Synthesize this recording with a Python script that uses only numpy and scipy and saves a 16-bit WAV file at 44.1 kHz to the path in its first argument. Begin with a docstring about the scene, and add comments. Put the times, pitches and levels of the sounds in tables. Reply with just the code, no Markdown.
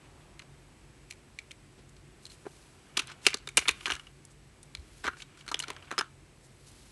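"""Pencil and dividers lifted from a tin case

A hand lifts a lead pencil and a pair of dividers out of a plastic tray in a tin case lying on a cloth.
Each contact is a chatter of tiny impacts, with rebounds, exciting damped modes of tray, tin, plastic and steel.
Hollow knocks, dragging and scuffs join it, and the room echoes them; a few steel modes ring on alone.
Low bumps are damped sines; rubbing fingers and the swish on cloth are shaped noise.
Beneath lies room tone: coloured noise and narrow resonant bands.
"""
import sys
import numpy as np
from scipy import signal
from scipy.fft import rfft, irfft, next_fast_len
from scipy.io import wavfile

SR = 44100
rng = np.random.default_rng(int(sys.argv[2]) if len(sys.argv) > 2 else 0)


def log_audio(samples):
    """Write samples as a 16-bit WAV file to the path given in sys.argv[1]."""
    # one column per channel
    frames = np.atleast_2d(samples).T
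    # limit to full scale, then quantise
    limited = np.clip(frames, -1, 1)
    pcm = np.round(limited * 32767).astype(np.int16)
    wavfile.write(sys.argv[1], SR, pcm)


N = 304907  # length in samples

# contacts: [t/s, relative strength/dB, weight on tray and tin/dB, hardness for steel/dB, favoured f/Hz, chatter/ms]
CONTACTS = [(0.3932, -42.5, -10, -0.5, 2190, 2.4), (0.3979, -35, -8.5, -24, 2450, 1.3),
            (0.42, -46.5, -2, -3.0, 1600, 2.2), (1.1094, -36, -18, 1.5, 2380, 2.1),
            (1.1236, -43, -7, -2.5, 2480, 1.2), (1.3881, -29.5, -24, -5, 2250, 1.4),
            (1.509, -38, -14, -5.5, 3040, 3), (1.5151, -40.5, -15, 0.5, 2450, 1.3),
            (1.892, -64, 2, 4.5, 7760, 2.6), (1.965, -51.5, -9, -1.5, 4540, 2.6),
            (2.254, -46, -13, 2.5, 4270, 1.7), (2.2648, -41, -11, -1.5, 4190, 3.4),
            (2.299, -46.5, -6.5, -4, 4190, 6.5), (2.317, -48, -8, -3, 4200, 3.4),
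            (2.453, -52, 10, -16, 1110, 4.3), (2.4597, -50.5, 9, -12, 1020, 1.2),
            (2.466, -52, 14, -6, 1010, 2.6), (2.9694, -21, -4, -3, 3150, 3.3),
            (2.9727, -15.5, -9, -3, 3200, 1.8), (2.9772, -26, -3, -1.0, 1193, 2.2),
            (2.9921, -18.5, -4.5, -3, 2650, 5.3), (2.9956, -26.5, -7, -2, 2720, 2.3),
            (3.0183, -39.5, 2, -2.5, 1610, 3.6), (3.0718, -44, -8, 1.5, 8900, 0.92),
            (3.0788, -38, -9, -8, 2660, 2.6), (3.1, -41.5, 1.5, -4, 1414, 3.8),
            (3.1158, -42, -1, -0.5, 2800, 7.8), (3.2522, -30, -8, -5.0, 2680, 4.1),
            (3.266, -6, -11, -3.0, 2206, 1.5), (3.268, -11, -7, -2, 2750, 3.4),
            (3.331, -29, -4, -9.0, 2280, 6), (3.3421, -22.5, -3.5, 0, 4460, 2.4),
            (3.4733, -32.5, -1, -2.0, 3640, 2.1), (3.4884, -38.5, -1, 1.5, 2290, 2.6),
            (3.571, -14, -6, 3.5, 2300, 3.5), (3.5765, -13.5, -1, -3.0, 2770, 5.2),
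            (3.5903, -24, -4, -3, 2300, 1.7), (3.6226, -30.5, -4, -20, 2350, 3),
            (3.6549, -32.5, 3.5, -13, 2370, 5.7), (3.6769, -26, -3, -5.5, 3080, 2.9),
            (3.6824, -15, -2, -2.5, 3830, 2.4), (3.6902, -11, -4.5, -4, 2560, 1.8),
            (3.7098, -35.5, -5, 1.5, 2390, 3.1), (3.808, -40.5, -1, -4.5, 2940, 3.5),
            (3.857, -20.5, -1.5, -5, 2840, 3), (3.8646, -27.5, -3, -4, 2890, 2.8),
            (3.8709, -27.5, 0, -11, 1510, 2.6), (3.8791, -33, 6, -1.5, 1740, 2.9),
            (3.895, -31, -1, -7, 2400, 1.5), (3.9019, -17, -5, -9, 1476, 1.7),
            (3.9086, -25.5, 1, -1.5, 1400, 2.6), (3.9192, -20.5, -6, -6.0, 2900, 3),
            (3.934, -30.5, -1, -3, 1730, 7.6), (3.9523, -34.5, -5, -1.5, 2800, 1.6),
            (3.963, -38, -1.5, -3, 1720, 3.8), (3.996, -39, -3, -4, 2900, 2.1),
            (4.0684, -44, -5, -4.5, 3020, 3.7), (4.251, -58, 0, 7.5, 8700, 1.6),
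            (4.6299, -54, -5, 5.5, 9100, 2.6), (4.7501, -30, -10, -3.5, 4230, 1.1),
            (5.042, -33.5, 4, -3, 1550, 1.2), (5.0478, -39, 6, -4, 1580, 2.6),
            (5.055, -38, 3, -2, 1210, 4.2), (5.0666, -23, -4, -7.0, 1570, 3.6),
            (5.077, -23, 5, -7.5, 1720, 2.1), (5.082, -30, 4, -5, 1340, 3),
            (5.132, -45.5, 2, -5.5, 1480, 3.4), (5.169, -46.5, 0, -5, 1660, 2.2),
            (5.201, -38, -6.5, -9, 2700, 5), (5.22, -34.5, -9, -3.0, 3570, 3.8),
            (5.373, -52, -4, 0.5, 1520, 2.7), (5.4095, -46, -10, -4, 2950, 2.2),
            (5.464, -49, 0, 0, 1610, 2.6), (5.479, -34, -1, -2, 4060, 1.9),
            (5.4877, -34.5, 2, -4, 4120, 2.8), (5.515, -31.5, 8, 0, 1250, 4.4),
            (5.543, -16, -11, -7.5, 3230, 1.4), (5.592, -38, -10, 5, 6800, 0.99),
            (5.6, -29, -2.5, 1.5, 2980, 2.6), (5.6243, -36, 0, -1, 4100, 2.6),
            (5.6363, -28, -8.5, -6.5, 1510, 4), (5.682, -34.5, 1, -2, 4150, 3),
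            (5.7024, -29, -6, -0.5, 1000, 1.5), (5.7644, -35, -2.5, -7.5, 1600, 1.9),
            (5.8246, -41.5, -3.5, -8.5, 3210, 2.6), (5.9077, -38.5, 3, -6.0, 1610, 3.1),
            (5.9134, -30, 6.5, -2.5, 1370, 1.3), (5.9232, -34, 4, -5, 1290, 2.9),
            (5.938, -49.5, 13, -3, 1230, 3.5), (5.98, -21.5, 1, -4, 1400, 3.2),
            (5.9882, -20.5, -8, -1.5, 1430, 2.3), (5.9933, -21, -3, -8, 1450, 2.7),
            (6.0098, -22, 2.5, -5.5, 1380, 1.9)]
# damped modes of each part, low to high: [f/Hz, relative level/dB, t60/s]
TRAY_MODES = [(300, -5, .016), (395, -2, .018), (470, -5, .014), (760, -4, .012)]
TIN_MODES = [(1010, -4, .014), (1230, -2, .016), (1380, -1, .018), (1520, -1, .016), (1680, -2, .012)]
PLASTIC_MODES = [(2100, -4, .008), (2290, -1, .014), (2430, -2, .012), (2720, -2, .01), (2920, -1, .014),
                 (3130, -3, .009), (3400, -3, .008)]
LEG_MODES = [(3690, 0, .011), (3980, -2, .009), (4180, -1, .013), (4600, -2, .008), (5135, -2, .009),
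             (5750, -2, .009), (6100, -3, .008)]
TIP_MODES = [(6330, 7, 0.0029), (7300, 0, 0.0046), (7880, 5, 0.0022), (9006, -3.5, 0.0099),
             (9760, -3, 0.0012), (10080, -4.5, 0.0067), (11070, -8.5, 0.0087)]
# response of tray, tin, plastic, legs and tips: [relative level/dB]
PART_DB = [-8.5, -1, -2.5, 0.5, 2.5]
# multiple of the chatter time felt by the same five parts: [ratio]
CHATTER_SHARE = [1.4, 1.7, 1.2, 1, 1.5]
# hollow knocks of the tray against the case: [t/s, relative strength/dB]
KNOCKS = [(1.79, -44.5), (2.453, -31.5), (2.4644, -26), (2.9723, -27), (2.9784, -28.5), (3.2663, -19.5),
          (3.2686, -16), (3.3423, -25), (3.4751, -31.5), (3.57, -18.5), (3.5765, -15), (3.6238, -32),
          (3.6894, -36), (3.8787, -28.5), (3.9182, -28), (5.0483, -25.5), (5.054, -27), (5.076, -23.5),
          (5.544, -30.5), (5.6827, -29.5), (5.7013, -30.5), (5.9138, -32), (5.9222, -26.5), (5.982, -26),
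          (5.9875, -25)]
# modes of the hollow under the tray: [f/Hz, relative level/dB, t60/s]
HOLLOW_MODES = [(296, -5, 0.02), (405, -1, .028), (480, -6, 0.011), (760, -6, 0.019)]
# parts dragging over the tray, as strokes: [peak t/s, level/dB, rise/s, fall/s]
DRAGS = [(3.05, -59.5, .3, 0.17), (3.316, -56, .08, 0.11), (3.73, -72, .09, .3), (3.898, -52, 0.21, 0.11),
         (5.16, -64.5, 0.27, 0.51), (5.62, -56, .22, 0.25), (5.9, -58, .25, .12)]
# short scuffs of skin and plastic: [t/s, length/s, level before the swell/dB, low f/Hz, high f/Hz]
SCUFFS = [(0, 0.086, -65, 1200, 3470), (.2, 0.045, -65, 1510, 3340), (1.099, 0.017, -51, 1800, 9000),
          (1.388, 0.012, -53, 1800, 6000), (1.774, 0.04, -63, 400, 4970), (2.216, 0.051, -62, 3000, 11000),
          (2.285, 0.085, -57.5, 2390, 11000), (3.065, 0.072, -49.5, 860, 3800),
          (3.212, 0.13, -48, 980, 9000), (3.86, 0.042, -51, 1000, 8000), (4.297, 0.035, -63, 4930, 10000),
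          (5.033, 0.035, -39, 500, 4000), (5.161, 0.078, -55.5, 1495, 9000),
          (5.365, 0.065, -58.5, 995, 7040), (5.488, 0.018, -49.5, 806, 7900),
          (5.662, 0.076, -49, 500, 2900), (5.73, 0.042, -66, 600, 3530), (5.81, 0.074, -66, 1190, 5040),
          (6.42, 0.068, -64, 5040, 10900), (6.654, 0.054, -56, 3200, 11200),
          (6.714, 0.0085, -55, 4100, 11350)]
# free ringing of a steel part: [t/s, level/dB, f/Hz, t60/s]
PINGS = [(2.254, -38, 4190, 0.024), (2.2646, -47, 4220, .02), (5.6242, -37, 4170, .015),
         (5.6832, -35, 4180, .015), (5.98, -30, 5135, 0.046), (5.988, -21.5, 5135, 0.041)]
# soft bumps of the hand on the table: [t/s, nominal level/dB, f/Hz]
BUMPS = [(3.584, -47, 69), (3.699, -46, 69.5), (3.919, -44.5, 69.6), (4.781, -41, 68), (5.06, -43.5, 70.5)]
# fingers sliding on pencil, tray and cloth, as strokes: [peak t/s, level/dB, rise/s, fall/s]
RUBS = [(2.55, -61.5, 0.29, 0.45), (3.58, -46, 0.0094, 0.1), (3.85, -56, 0.17, 0.19),
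        (4.98, -60.5, .2, 0.18), (5.44, -72.5, 0.22, 0.65), (5.92, -72.5, 0.19, 0.66), (6.8, -60, 0.34, 1)]
# spectrum of skin friction: [f/Hz, relative level per hertz/dB]
RUB_COLOUR = [(500, -20), (1200, -6), (2500, -3), (4200, 0), (7000, -3), (10500, -2), (14000, -10)]
# the hand moving over the cloth, as strokes: [peak t/s, level/dB, rise/s, fall/s]
SWISHES = [(0.01, -64, .1, 1.55), (3.2, -66.5, 2.1, .3), (3.8, -68, 0.22, 0.5), (4.67, -71, 1.05, 1.4),
           (5.68, -62.5, 0.23, 0.44), (6.6, -71, 0.62, 5.1)]
# spectrum of the broad room tone: [f/Hz, relative level per hertz/dB]
ROOM_COLOUR = [(15, -30), (25, -8.5), (106, -7.5), (138, 1), (169, -8), (358, -10), (386, -14), (883, -23),
               (1110, -21), (2360, -20), (3470, -25), (7940, -29.5), (12000, -31.5), (15600, -59.5),
               (22000, -120)]
# narrow wavering bands in the room tone: [f/Hz, width/Hz, level/dB]
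HUMS = [(49, 6.4, -63), (91, 8.3, -66.5), (138, 3.3, -66.5), (365.2, 54, -68.5), (8000, 210, -75)]

FAVOUR_DB, FAVOUR_WIDTH = 9, 0.061  # lift of modes near the favoured pitch, width as a log frequency ratio
NEARBY_DB, NEARBY_WIDTH = 3, .2  # gentler lift of the whole neighbourhood of that pitch
REBOUND_S, REBOUND_SPREAD = 0.016, 0.33  # typical gap, spread of its logarithm
FIRST_LOSS_DB, NEXT_LOSS_DB = 20, 7.5  # strength lost by the first rebound, and further by each next one
REBOUND_SOFTENS_DB = 0.5  # hardness of every rebound below that of its contact
KNOCK_CHATTER_S = 0.00298
STROKE_SWING_DB = 12  # change of level within the rise or fall time of a stroke
ECHO_DB, ECHO_T60_S, ECHO_CUT_HZ = -24.5, 0.24, 4500
ROOM_DB = -59.5
HEADROOM = .95  # amplitude that rounded peaks approach
CUTOFF_HZ = 12700


def from_db(db):
    """Amplitude ratio: 20 dB is a factor of ten."""
    return 10 ** (np.asarray(db) / 20)


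def rms_one(x):
    """Normalisation by the root mean square."""
    return x / np.sqrt(np.mean(x ** 2) + 1e-20)


def filtered(x, order, hz, kind):
    """Butterworth filtering: a maximally flat pass band."""
    return signal.sosfilt(signal.butter(order, hz, kind, fs=SR, output="sos"), x)


def drift(rate_hz):
    """Slow random modulation: noise through two one-pole low-passes, spread 1."""
    pole = np.exp(-80 * np.pi * rate_hz / SR)  # computed at every 40th sample
    noise = rng.standard_normal(N // 40 + 2002)
    slow = signal.lfilter([1], [1, -2 * pole, pole * pole], noise)[2000:]  # drop the settling
    return np.interp(np.arange(N) / 40, np.arange(len(slow)), rms_one(slow))


def ring(x, hz, t60):
    """Damped resonator: a unit click starts a decaying sine of height 1."""
    radius = from_db(-60 / (t60 * SR))
    angle = 2 * np.pi * hz / SR
    feedback = [1, -2 * radius * np.cos(angle), radius * radius]
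    return signal.lfilter([0, np.sin(angle)], feedback, x + 1e-18)


def coloured(spectrum):
    """Spectral shaping: white noise weighted in frequency, rms 1."""
    hz, level_db = np.transpose(spectrum)
    size = next_fast_len(N)
    log_hz = np.log(np.arange(size // 2 + 1) * SR / size + 1)  # the 1 avoids log(0)
    gain = from_db(np.interp(log_hz, np.log(hz), level_db))
    return rms_one(irfft(rfft(rng.standard_normal(size)) * gain, size)[:N])


def strokes(rows):
    """Exponential growth and decay: levels rise and fall linearly in dB; powers add."""
    t = np.arange(N) / SR
    power = np.zeros(N)
    for peak_s, peak_db, rise, fall in rows:
        distance = np.maximum((peak_s - t) / rise, (t - peak_s) / fall)
        power += from_db(peak_db - STROKE_SWING_DB * distance) ** 2
    return np.sqrt(power)


def chatter(seconds):
    """Repeated impact: a first hit, then sparse uneven micro-impacts dying away, energy 1."""
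    size = SR // 70
    hits = rng.standard_normal((len(seconds), size))
    hits *= rng.random((len(seconds), size)) < .15
    hits[:, 0] = 1.24
    hits *= np.exp(-np.arange(size) / (np.maximum(seconds, 1e-4)[:, None] * SR))
    return hits / np.sqrt(np.sum(hits ** 2, axis=1, keepdims=True))


def placed(s, force):
    """Superposition: force pulses, one per row, add up at their start times."""
    at = (s[:, None] * SR).astype(int) + np.arange(force.shape[1])
    return np.bincount(at.ravel(), force.ravel(), N)


def with_rebounds(table, count=2):
    """Inelastic rebound: each contact is followed by weaker, softer ones."""
    spread = np.exp(REBOUND_SPREAD * rng.standard_normal((len(table), count)))
    delays = np.cumsum(REBOUND_S * spread, axis=1)
    rows = [table]
    for k in range(count):
        change = np.zeros_like(table)
        change[:, 0] = delays[:, k]
        change[:, 1] = -FIRST_LOSS_DB - NEXT_LOSS_DB * k
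        change[:, 3] = -REBOUND_SOFTENS_DB
        rows.append(table + change)
    return np.vstack(rows)


def contacts():
    """Modal excitation: weight drives tray and tin, hardness the steel; the spot struck favours some modes."""
    s, strength_db, weight_db, hardness_db, favoured_hz, chatter_ms = with_rebounds(np.array(CONTACTS)).T
    drive_db = [weight_db, weight_db, 0, hardness_db, 2 * hardness_db]
    out = np.zeros(N)
    for k, modes in enumerate([TRAY_MODES, TIN_MODES, PLASTIC_MODES, LEG_MODES, TIP_MODES]):
        part = np.zeros(N)
        for hz, mode_db, t60 in modes:
            # impacts wander, so each mode feels its own
            force = chatter(CHATTER_SHARE[k] * chatter_ms / 1000)
            interval = np.log(favoured_hz / hz)
            favour_db = FAVOUR_DB * np.exp(-(interval / FAVOUR_WIDTH) ** 2)
            favour_db += NEARBY_DB * np.exp(-(interval / NEARBY_WIDTH) ** 2)
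            chance_db = rng.normal(0, 1.8, len(s))
            level_db = strength_db + drive_db[k] + PART_DB[k] + mode_db + favour_db + chance_db
            part += ring(placed(s, force * from_db(level_db)[:, None]), hz, t60)
        # a small part radiates little outside the range of its modes
        out += filtered(part, 3, [.82 * modes[0][0], 1.5 * modes[-1][0]], "band")
    return out / 2


def knocks():
    """Cavity resonance: a soft, short push rings the hollow under the tray."""
    s, strength_db = np.transpose(KNOCKS)
    out = np.zeros(N)
    for hz, mode_db, t60 in HOLLOW_MODES:
        force = chatter(np.full(len(s), KNOCK_CHATTER_S))
        out += ring(placed(s, force * from_db(strength_db + mode_db)[:, None]), hz, t60)
    return filtered(out, 3, [200, 1000], "band") / 2


def dragging():
    """Stick-slip excitation: dense uneven slips ring the tin floor and the plastic."""
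    slips_per_s = 2500 * from_db(5 * drift(40))
    slips = rng.standard_normal(N) * (rng.random(N) < slips_per_s / SR)
    body = np.zeros(N)
    for hz, mode_db, t60 in TIN_MODES + PLASTIC_MODES:
        signs = rng.choice([-1, 1], N)  # each mode feels the slips with its own signs
        body += from_db(mode_db) * ring(slips * signs, hz, t60)
    return strokes(DRAGS) * rms_one(filtered(body, 2, 700, "high"))


def scuffs():
    """Friction noise: band-limited grainy bursts swell and fade."""
    out = np.zeros(N)
    grain = rng.standard_normal(N) * from_db(2.2 * drift(120))
    for s, length, level_db, low_hz, high_hz in SCUFFS:
        start, size = round(s * SR), round(length * SR)
        band = filtered(grain[start:start + size], 2, [low_hz, high_hz], "band")
        swell = np.sqrt(np.hanning(size))
        out[start:start + size] += from_db(level_db) * rms_one(band) * swell
    return out


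def pings():
    """Free vibration: one clear steel mode each, decaying exponentially."""
    out = np.zeros(N)
    for s, peak_db, hz, t60 in PINGS:
        out += from_db(peak_db) * ring(signal.unit_impulse(N, round(s * SR)), hz, t60)
    return out


def bumps():
    """Heavily damped vibration: the table top gives two or three low swings."""
    out = np.zeros(N)
    for s, level_db, hz in BUMPS:
        t = np.maximum(np.arange(N) / SR - s, 0)
        envelope = np.e * t / 0.0089 * np.exp(-t / 0.01)  # crests 10 ms after the start
        out += from_db(level_db) * np.sin(2 * np.pi * hz * t) * envelope
    return out


def rubbing():
    """Skin friction: bright, slightly grainy broadband noise."""
    grain = from_db(1.2 * drift(80))
    return grain * strokes(RUBS) * coloured(RUB_COLOUR)


def swish():
    """Fabric friction: skin on cloth gives soft, dull mid-band noise."""
    band = filtered(rng.standard_normal(N), 2, [450, 1100], "band")
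    return strokes(SWISHES) * from_db(0.89 * drift(8)) * rms_one(band)


def echoes(x):
    """Reverberation: convolution with a dense decaying tail, thin in the bass and dull on top."""
    t = np.arange(SR // 2) / SR
    onset = np.minimum(t / .01, 1)
    tail = rng.standard_normal(len(t)) * from_db(-60 * t / ECHO_T60_S) * onset
    tail = filtered(tail, 1, [900, ECHO_CUT_HZ], "band")
    return from_db(ECHO_DB) * signal.fftconvolve(x, tail / np.sqrt(np.sum(tail ** 2)))[:N]


def room_tone():
    """Stationary noise: gently swelling hiss and rumble, with noise-driven narrow resonances."""
    swell_db = .6 * drift(1.5)
    out = from_db(ROOM_DB + swell_db) * coloured(ROOM_COLOUR)
    for hz, width_hz, hum_db in HUMS:
        t60 = np.log(1000) / (np.pi * width_hz)  # a narrower band decays more slowly
        out += from_db(hum_db) * rms_one(ring(rng.standard_normal(N), hz, t60))
    return out


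def scene():
    """Linear superposition: the case sounds and their echoes, hand sounds and the room."""
    case = contacts() + knocks() + dragging() + scuffs()
    hand = bumps() + rubbing() + swish()
    return (case + echoes(case) + pings() + hand + room_tone())[None]


def record(dry):
    """Band limiting and saturation: the microphone drops low bass, rounds peaks and loses the top."""
    mic = filtered(dry, 4, 38, "high")
    mic = mic / (1 + (mic / HEADROOM) ** 6) ** (1 / 6)
    mic = filtered(mic, 6, 11600, "low")
    return signal.sosfilt(signal.cheby2(12, 50, CUTOFF_HZ, fs=SR, output="sos"), mic)  # steep final cut


dry = scene()
out = record(dry)
log_audio(out)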